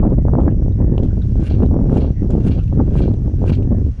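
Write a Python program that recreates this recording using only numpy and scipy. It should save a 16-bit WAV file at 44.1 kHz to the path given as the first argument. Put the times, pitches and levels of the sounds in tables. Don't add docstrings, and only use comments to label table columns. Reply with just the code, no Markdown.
import sys
import numpy as np
from scipy import signal
from scipy.fft import rfft, irfft
from scipy.io import wavfile
from scipy.ndimage import uniform_filter1d, minimum_filter1d

SR = 44100
rng = np.random.default_rng(int(sys.argv[2]) if len(sys.argv) > 2 else 0)


def transcribe(signal):
    frames = np.atleast_2d(signal).T
    limited = np.clip(frames, -1, 1)
    pcm = np.round(limited * 32767).astype(np.int16)
    wavfile.write(sys.argv[1], SR, pcm)


N = 176400


def undb(db):
    return 10 ** (np.asarray(db) / 20)


def times():
    return np.arange(N) / SR


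def freqs():
    return np.maximum(np.arange(N // 2 + 1) * SR / N, 1)


def shaped(gain):
    x = irfft(rfft(rng.standard_normal(N)) * gain, N)
    return x / np.std(x)


def coloured(x, colour):
    hz, db = np.array(colour, float).T
    octave, points = np.log2(freqs()), np.log2(hz)
    beyond = np.abs(octave - np.clip(octave, points[0], points[-1]))
    y = irfft(rfft(x) * undb(np.interp(octave, points, db) - 30 * beyond), N)
    return y / np.std(y)


def noise(colour):
    return coloured(rng.standard_normal(N), colour)


def narrow_band(hz, half_width):
    return shaped(1 / (1 + ((freqs() - hz) / half_width) ** 2))


def fader(table, column=1):
    rows = np.array(table, float)
    return undb(np.interp(times(), rows[:, 0], rows[:, column]))


def walk(rate_hz):
    return narrow_band(0, rate_hz)


def flicker(wander, depth_db):
    gain = undb(depth_db * 2 * np.tanh(wander / 2))
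    return gain / np.sqrt(np.mean(gain ** 2))


def swell(at, rise, fall, order=2):
    t = times() - at
    return np.exp(-np.abs(t / np.where(t < 0, rise, fall)) ** order / order)


def rumble():
    # f/Hz, level/dB
    colour = [(10, -29), (25, -2.5), (40, -0.5), (58, 1), (80, -0.5), (110, -2), (150, -11), (250, -21),
              (500, -76)]
    # t/s, level/dB
    ride = [(0.0, -11), (0.04, -13), (1.2, -15), (1.21, -18), (1.4, -12), (1.46, -21.5), (1.53, -13),
            (2.12, -15), (2.15, -22.5), (2.18, -16), (3.06, -14), (3.22, -20), (3.26, -12), (3.32, -24.5),
            (3.35, -14.5), (3.89, -15), (3.97, -32.5), (4.0, -16)]
    deep = noise(colour)
    envelope = np.sqrt(uniform_filter1d(np.abs(signal.hilbert(deep)) ** 2, size=1500))
    compressed = deep / envelope ** 0.6
    return compressed / np.std(compressed) * fader(ride) * undb(0.5)


def puffs(per_second=65, scatter_db=2):
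    gap, side, size = rng.random((1200, 3)).T
    at = (np.cumsum(0.25 + 1.5 * gap) / per_second * SR).astype(int)
    push = np.sign(side - 0.5) * undb(scatter_db * np.sqrt(12) * (size - 0.5))
    x = np.bincount(at[at < N], push[at < N], N)
    return x / np.std(x)


def turbulence(strikes, colour, share):
    return coloured(np.sqrt(share) * strikes + np.sqrt(1 - share) * rng.standard_normal(N), colour)


def buffeting():
    # t/s, buffet level/dB, flutter level/dB
    ride = [(0.01, -14.5, -35), (0.03, -20, -35), (0.07, -11, -31), (0.11, -23.5, -42),
            (0.14, -15.5, -40.5), (0.16, -29, -55), (0.19, -17, -31), (0.24, -34, -56.5),
            (0.25, -22, -35.5), (0.36, -22.5, -29), (0.37, -15, -38), (0.39, -10.5, -26),
            (0.42, -18, -30.5), (0.48, -16.5, -29), (0.52, -25.5, -41.5), (0.56, -31, -50.5),
            (0.6, -25, -43), (0.64, -28, -50), (0.72, -22.5, -40), (0.77, -33.5, -54.5), (0.8, -15, -35),
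            (0.88, -25, -40.5), (0.92, -13, -35.5), (0.96, -29, -36), (0.99, -18, -33.5),
            (1.05, -20.5, -37), (1.16, -33, -50), (1.19, -23.5, -38), (1.27, -31.5, -56),
            (1.28, -24.5, -49.5), (1.33, -26.5, -46), (1.4, -24, -39.5), (1.42, -21.5, -37.5),
            (1.47, -35.5, -46), (1.52, -17, -35), (1.54, -27, -49.5), (1.6, -17, -31.5), (1.64, -15, -27.5),
            (1.68, -22, -46.5), (1.74, -15.5, -28), (1.82, -17.5, -33), (1.86, -20, -35.5),
            (1.91, -18, -27), (1.98, -17, -29), (2.0, -21.5, -35), (2.04, -18, -27.5), (2.12, -24.5, -45),
            (2.15, -39.5, -54), (2.205, -33, -48), (2.225, -18.5, -33), (2.27, -20.5, -42),
            (2.33, -18, -31), (2.42, -19, -35), (2.54, -18, -31), (2.59, -23, -34), (2.63, -37, -50),
            (2.69, -41.5, -51), (2.73, -24.5, -35.5), (2.75, -23.5, -52), (2.785, -15, -30),
            (2.81, -19, -33), (2.84, -22, -41.5), (2.89, -16, -32), (2.93, -27, -43), (2.96, -18, -31.5),
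            (3.03, -18, -33.5), (3.1, -16.5, -30.5), (3.14, -25.5, -42), (3.24, -28, -48),
            (3.27, -19.5, -37), (3.32, -31, -50), (3.39, -21, -44.5), (3.44, -20, -25), (3.47, -23.5, -35),
            (3.5, -17, -26), (3.56, -21, -44.5), (3.6, -18, -34), (3.65, -20.5, -36), (3.7, -26, -43),
            (3.715, -19.5, -31), (3.79, -21.5, -40), (3.89, -22.5, -45.5), (3.92, -55, -64),
            (3.98, -49, -54)]
    # f/Hz, level/dB
    buffet_colour = [(70, -6.5), (130, 1), (190, 0.5), (270, -1.5), (400, -11), (550, -27), (800, -51.5),
                     (1400, -69.5)]
    flutter_colour = [(220, -1), (400, 3.5), (550, 2.5), (750, -7.5), (1000, -17), (1400, -28.5),
                      (2000, -50.5), (3000, -63.5), (4500, -75.5)]
    strikes, eddies = puffs(), walk(rate_hz=135)
    flurries = flicker(walk(rate_hz=32), depth_db=3.5)
    buffet = turbulence(strikes, buffet_colour, share=0.42) * flicker(eddies, depth_db=2.5)
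    flutter = turbulence(strikes, flutter_colour, share=0.32) * flicker(eddies, depth_db=5)
    buffet *= fader(ride, column=1) * undb(1.5)
    flutter *= fader(ride, column=2) * undb(1)
    return flurries * (buffet + flutter)


def lap(at, db, hz, decay, width_octaves=0.26):
    ring = shaped(1 / (1 + (np.log2(freqs() / hz) / width_octaves) ** 2) ** 2)
    splash = ring * swell(at, decay / 4, decay, order=1) * (times() - at > -2 * decay)
    return undb(db) * splash / np.max(np.abs(splash))


def lake():
    # f/Hz, level/dB
    colour = [(200, -0.5), (700, 5), (1300, 1), (1850, 1.5), (2400, -7), (3200, -10), (3700, -12.5),
              (4400, -16.5), (6500, -10.5), (7300, -31), (9000, -35), (11000, -41.5), (15000, -47.5)]
    # t/s, peak/dB, centre/Hz, decay/s
    laps = [(0.482, -35.5, 1620, 0.011), (0.507, -53, 2680, 0.023), (1.107, -46, 1510, 0.023),
            (1.218, -46, 1460, 0.014), (1.221, -44.5, 3620, 0.0091), (2.592, -42, 1350, 0.018),
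            (2.592, -42, 2780, 0.016), (2.794, -34.5, 1330, 0.0057)]
    ripples = undb(-62) * noise(colour) * flicker(walk(rate_hz=8.8), depth_db=2.5)
    return ripples + sum(lap(*row) for row in laps)


def insects():
    # f/Hz, half-width/Hz, level/dB, loudest at/s, swell length/s
    voices = [(5550, 20, -77.5, 2.7, 2.0), (5670, 18, -72, 1.9, .4), (5840, 18, -72, 0.57, 0.4),
              (6010, 20, -76, 3.0, 1.5)]
    solos = sum(undb(db) * narrow_band(hz, half_width) * swell(at, length, length)
                for hz, half_width, db, at, length in voices)
    chorus = undb(-74) * narrow_band(hz=5740, half_width=710)
    return solos + chorus * flicker(walk(rate_hz=1.8), depth_db=1.5)


def surges():
    # t/s, level/dB, rise/s, fall/s
    gusts = [(0.03, -22.5, 0.0018, 0.0072), (0.056, -23.5, 0.0081, 0.018), (.118, -32, .015, 0.018),
             (0.388, -22.5, 0.0083, 0.019), (.806, -32.5, 0.0035, 0.01), (1.765, -28, 0.0066, 0.0069),
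             (1.969, -23, .005, 0.0039), (2.042, -29.5, 0.0044, 0.0084), (2.803, -21.5, .004, 0.0033),
             (3.72, -34, .004, 0.011)]
    # f/Hz, level/dB
    colour = [(300, 1), (600, 5.5), (900, -4), (1200, -11.5), (1600, -26), (2100, -42)]
    return noise(colour) * sum(undb(db) * swell(at, rise, fall) for at, db, rise, fall in gusts)


def sleeve():
    # t/s, level/dB, length/s
    rustles = [(.101, -58, .006), (.14, -65, 0.0031), (.23, -64.5, .012), (.42, -66, 0.024),
               (.97, -65.5, 0.0055), (1.06, -67.5, 0.024), (2.325, -58, 0.012), (2.745, -62, .015),
               (2.87, -64, .02), (3.86, -64, 0.018)]
    # f/Hz, level/dB
    colour = [(1200, -5), (2700, 0.5), (4000, -1), (7000, -6), (9500, -12.5), (11500, -35)]
    return noise(colour) * sum(undb(db) * swell(at, length, length) for at, db, length in rustles)


def knocks():
    # t/s, peak/dB, width/s
    hits = [(0.181, -13, 0.00058), (0.192, -13, 0.00075), (0.253, 1, 0.00066), (.284, -7, 0.00037),
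            (0.299, -18, .00042), (0.336, -4, 0.00041), (0.353, -3.5, 0.00038), (0.387, -7, 0.00045),
            (.480, -5, 0.00034), (.568, -5.5, .0014), (.602, -10.5, 0.00081), (0.627, -25, 0.00037),
            (.651, -7.5, 0.0013), (0.663, -9.5, 0.00067), (0.682, -7.5, 0.00062), (.712, -7, .0011),
            (0.79, -14, 0.00068), (0.825, -13.5, 0.00052), (.881, -7, 0.00079), (.925, -9, .0008),
            (0.98, -7, 0.00044), (1.002, -17, 0.00046), (1.034, -2.5, 0.00079), (1.131, -7.5, 0.00081),
            (1.357, -11.5, 0.00056), (1.512, -8, 0.00058), (1.622, -13.5, 0.00032), (1.633, -10.5, 0.00031),
            (1.646, -12, 0.0014), (1.713, -9.5, 0.0005), (1.743, -7.5, 0.00046), (1.79, -10.5, 0.00046),
            (1.897, -16.5, 0.00026), (2.222, -3.5, 0.00094), (2.305, -1, 0.00074), (2.374, -17, 0.00056),
            (2.468, -6.5, 0.00091), (2.498, 0, 0.00089), (2.727, -11, 0.00048), (2.771, -19.5, 0.0005),
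            (2.802, -5.5, 0.00041), (2.955, -9.5, 0.00044), (3.005, -13, 0.0004), (3.08, -7, 0.00051),
            (3.281, -10.5, 0.00062), (3.34, -10, 0.00074), (3.419, -10.5, 0.00053), (3.441, -4, 0.0005),
            (3.715, -13.5, 0.00057)]
    return sum(undb(db) / (1 + ((times() - at) / width / 2) ** 2) ** 4 for at, db, width in hits)


def singing_line(sag_hz_per_s=910):
    # t/s, length/s, middle pitch/Hz, level/dB
    tones = [(0.26, 0.066, 1920, -63), (0.877, 0.11, 1816, -61), (2.187, 0.026, 1950, -55.5),
             (2.748, 0.014, 1730, -62), (3.733, 0.053, 1766, -60.5)]
    out = np.zeros(N)
    for at, length, hz, db in tones:
        t = times() - at
        tone = np.sqrt(2) * np.sin(2 * np.pi * (hz * t - sag_hz_per_s * t ** 2 / 2))
        breath = walk(rate_hz=150)
        out += undb(db) * tone * breath * swell(at, length, length)
    return out


def tackle(attack_s=0.00025, crack_decay_s=0.0022, rattle_decay_s=0.024):
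    # t/s, ring level/dB, ring f/Hz, ring decay/s, crack level/dB, rattle level/dB
    ticks = [(0.406, -52, 3300, 0.0021, -58.5, -66), (.723, -50.5, 3750, .003, -71, -79),
             (.980, -20.5, 2920, 0.00075, -57, -56), (1.033, -33, 3300, 0.001, -44, -52.5),
             (1.626, -38, 2700, 0.0008, -51, -58), (1.654, -56, 3200, 0.00088, -48, -69),
             (1.661, -44, 3870, 0.0017, -49, -69), (2.306, -41, 7200, 0.0019, -41, -55.5),
             (2.636, -45, 3400, 0.0011, -46.5, -62), (2.678, -43, 2630, 0.0024, -51.5, -66),
             (3.138, -54, 3570, 0.0012, -47, -67), (3.552, -38, 3050, .002, -43.5, -57.5),
             (3.628, -42, 2700, 0.00093, -50, -62.5)]
    # f/Hz, level/dB
    crack_colour = [(1000, 6), (2800, 8.5), (4500, 3), (7000, 0.5), (9800, -5.5), (11000, -20),
                    (12500, -38)]
    rattle_colour = [(1800, -9.5), (3000, 3), (4200, -9.5), (7000, -13), (10000, -21.5), (12000, -38.5)]
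    snap = noise(crack_colour)
    chatter = noise(rattle_colour) * flicker(walk(rate_hz=280), depth_db=3)
    out = np.zeros(N)
    for at, ring_db, hz, decay, crack_db, rattle_db in ticks:
        t = np.maximum(times() - at, 0)
        attack = 1 - np.exp(-(t / attack_s) ** 2)
        ring = undb(ring_db) * np.sin(2 * np.pi * hz * t) * np.exp(-t / decay)
        crack = undb(crack_db) * snap * np.exp(-t / crack_decay_s)
        rattle = undb(rattle_db) * chatter * np.exp(-t / rattle_decay_s)
        out += attack * (ring + crack + rattle)
    return out


def reel():
    # f/Hz, level/dB
    colour = [(800, -2), (2000, 0), (3000, 0), (4200, 0), (5600, 1.5), (7000, -4), (8000, -7), (10000, -10),
              (11500, -28)]
    # t/s, level/dB
    ride = [(0, -77.5), (.85, -74), (.97, -68.5), (1.15, -62.5), (1.3, -58.5), (1.7, -65.5), (1.88, -65.5),
            (2.15, -65.5), (2.35, -60), (2.8, -63.5), (3.35, -63), (3.7, -69.5), (3.86, -62.5), (4, -62)]
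    return noise(colour) * fader(ride)


def rod(hiss_lead_s=0.007):
    # t/s, stroke level/dB, rebound delay/s, rebound level/dB, rebound fall/s, hiss rise/s
    jerks = [(1.473, -42, 0.033, -41, 0.039, .022), (1.979, -45.5, 0.032, -44, 0.057, .013),
             (2.485, -45, 0.031, -42, 0.047, .019), (2.991, -41, 0.032, -42, 0.041, .013),
             (3.498, -39.5, 0.033, -38.5, 0.022, 0.013)]
    # f/Hz, level/dB
    swing_colour = [(700, -11), (1400, 3.5), (2000, -2.5), (2800, -5), (3600, -6), (5000, -11), (7000, -12),
                    (10000, -22), (12000, -36)]
    hiss_colour = [(3000, -29), (5500, -10.5), (7000, -1.5), (8200, 3), (9300, 8), (10700, 0),
                   (11500, -14.5), (13000, -35.5)]
    stroke_colour = [(700, -18), (1500, -1.5), (2000, -2.5), (2750, 2), (3500, -7.5), (4200, -6),
                     (5500, -14.5), (7000, -30.5), (11000, -40)]
    rebound_colour = [(700, -12), (1150, 0), (1500, 0), (1950, -3.5), (2250, 1), (2700, -1), (3500, -1.5),
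                      (4450, 1), (4950, -8.5), (6500, -14.5), (8000, -25.5), (10000, -27.5), (11000, -46)]
    swing, hiss, stroke, rebound = np.zeros((4, N))
    for at, stroke_db, delay, rebound_db, rebound_fall, hiss_rise in jerks:
        swing += undb(-43.5) * swell(at, rise=0.053, fall=0.014, order=1)
        hiss += undb(-57) * swell(at - hiss_lead_s, rise=hiss_rise, fall=0.017)
        stroke += undb(stroke_db) * swell(at, rise=0.012, fall=0.0089)
        rounded_attack = swell(at + delay, rise=0.0061, fall=np.inf)
        long_tail = swell(at + delay, rise=np.inf, fall=rebound_fall, order=1)
        rebound += undb(rebound_db) * rounded_attack * long_tail
    air = stroke * noise(stroke_colour) + rebound * noise(rebound_colour)
    air += hiss * noise(hiss_colour) + swing * noise(swing_colour)
    return air * flicker(walk(rate_hz=200), depth_db=2.5)


def camera_case(near):
    # f/Hz, width/Hz, lift/dB
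    resonances = [(1570, 110, 8.5), (2390, 150, 6), (2780, 170, 8.5), (3270, 120, 6), (3870, 70, 0.5),
                  (4100, 80, 2.5)]
    lift = sum(db / (1 + (2 * (freqs() - hz) / width) ** 2) for hz, width, db in resonances)
    return irfft(rfft(near) * undb(lift - np.max(lift) / 2), N)


def scene(wind_top_hz=2400, fade_s=0.002):
    swishes = rod()
    winding = (reel() + sleeve()) * flicker(walk(rate_hz=150), depth_db=1)
    angler = camera_case(swishes + winding) + tackle()
    lowpass = signal.butter(4, wind_top_hz, fs=SR, output="sos")
    wind = signal.sosfilt(lowpass, rumble() + buffeting() + knocks() + surges())
    mix = angler + wind + singing_line() + lake() + insects()
    to_edge_s = np.minimum(times(), times()[::-1])
    fade = np.sin(np.pi / 2 * np.minimum(to_edge_s / fade_s, 1))
    return (fade * mix)[None, :]


def record(dry, ceiling=0.8, top_hz=15500):
    overshoot = np.maximum(np.abs(dry) / ceiling, 1)
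    held_gain = minimum_filter1d(1 / overshoot, size=801)
    smooth_gain = uniform_filter1d(uniform_filter1d(held_gain, size=401), size=401)
    lowpass = signal.ellip(8, 0.2, 70, top_hz, fs=SR, output="sos")
    return signal.sosfilt(lowpass, dry * smooth_gain)


dry = scene()
out = record(dry)
transcribe(out)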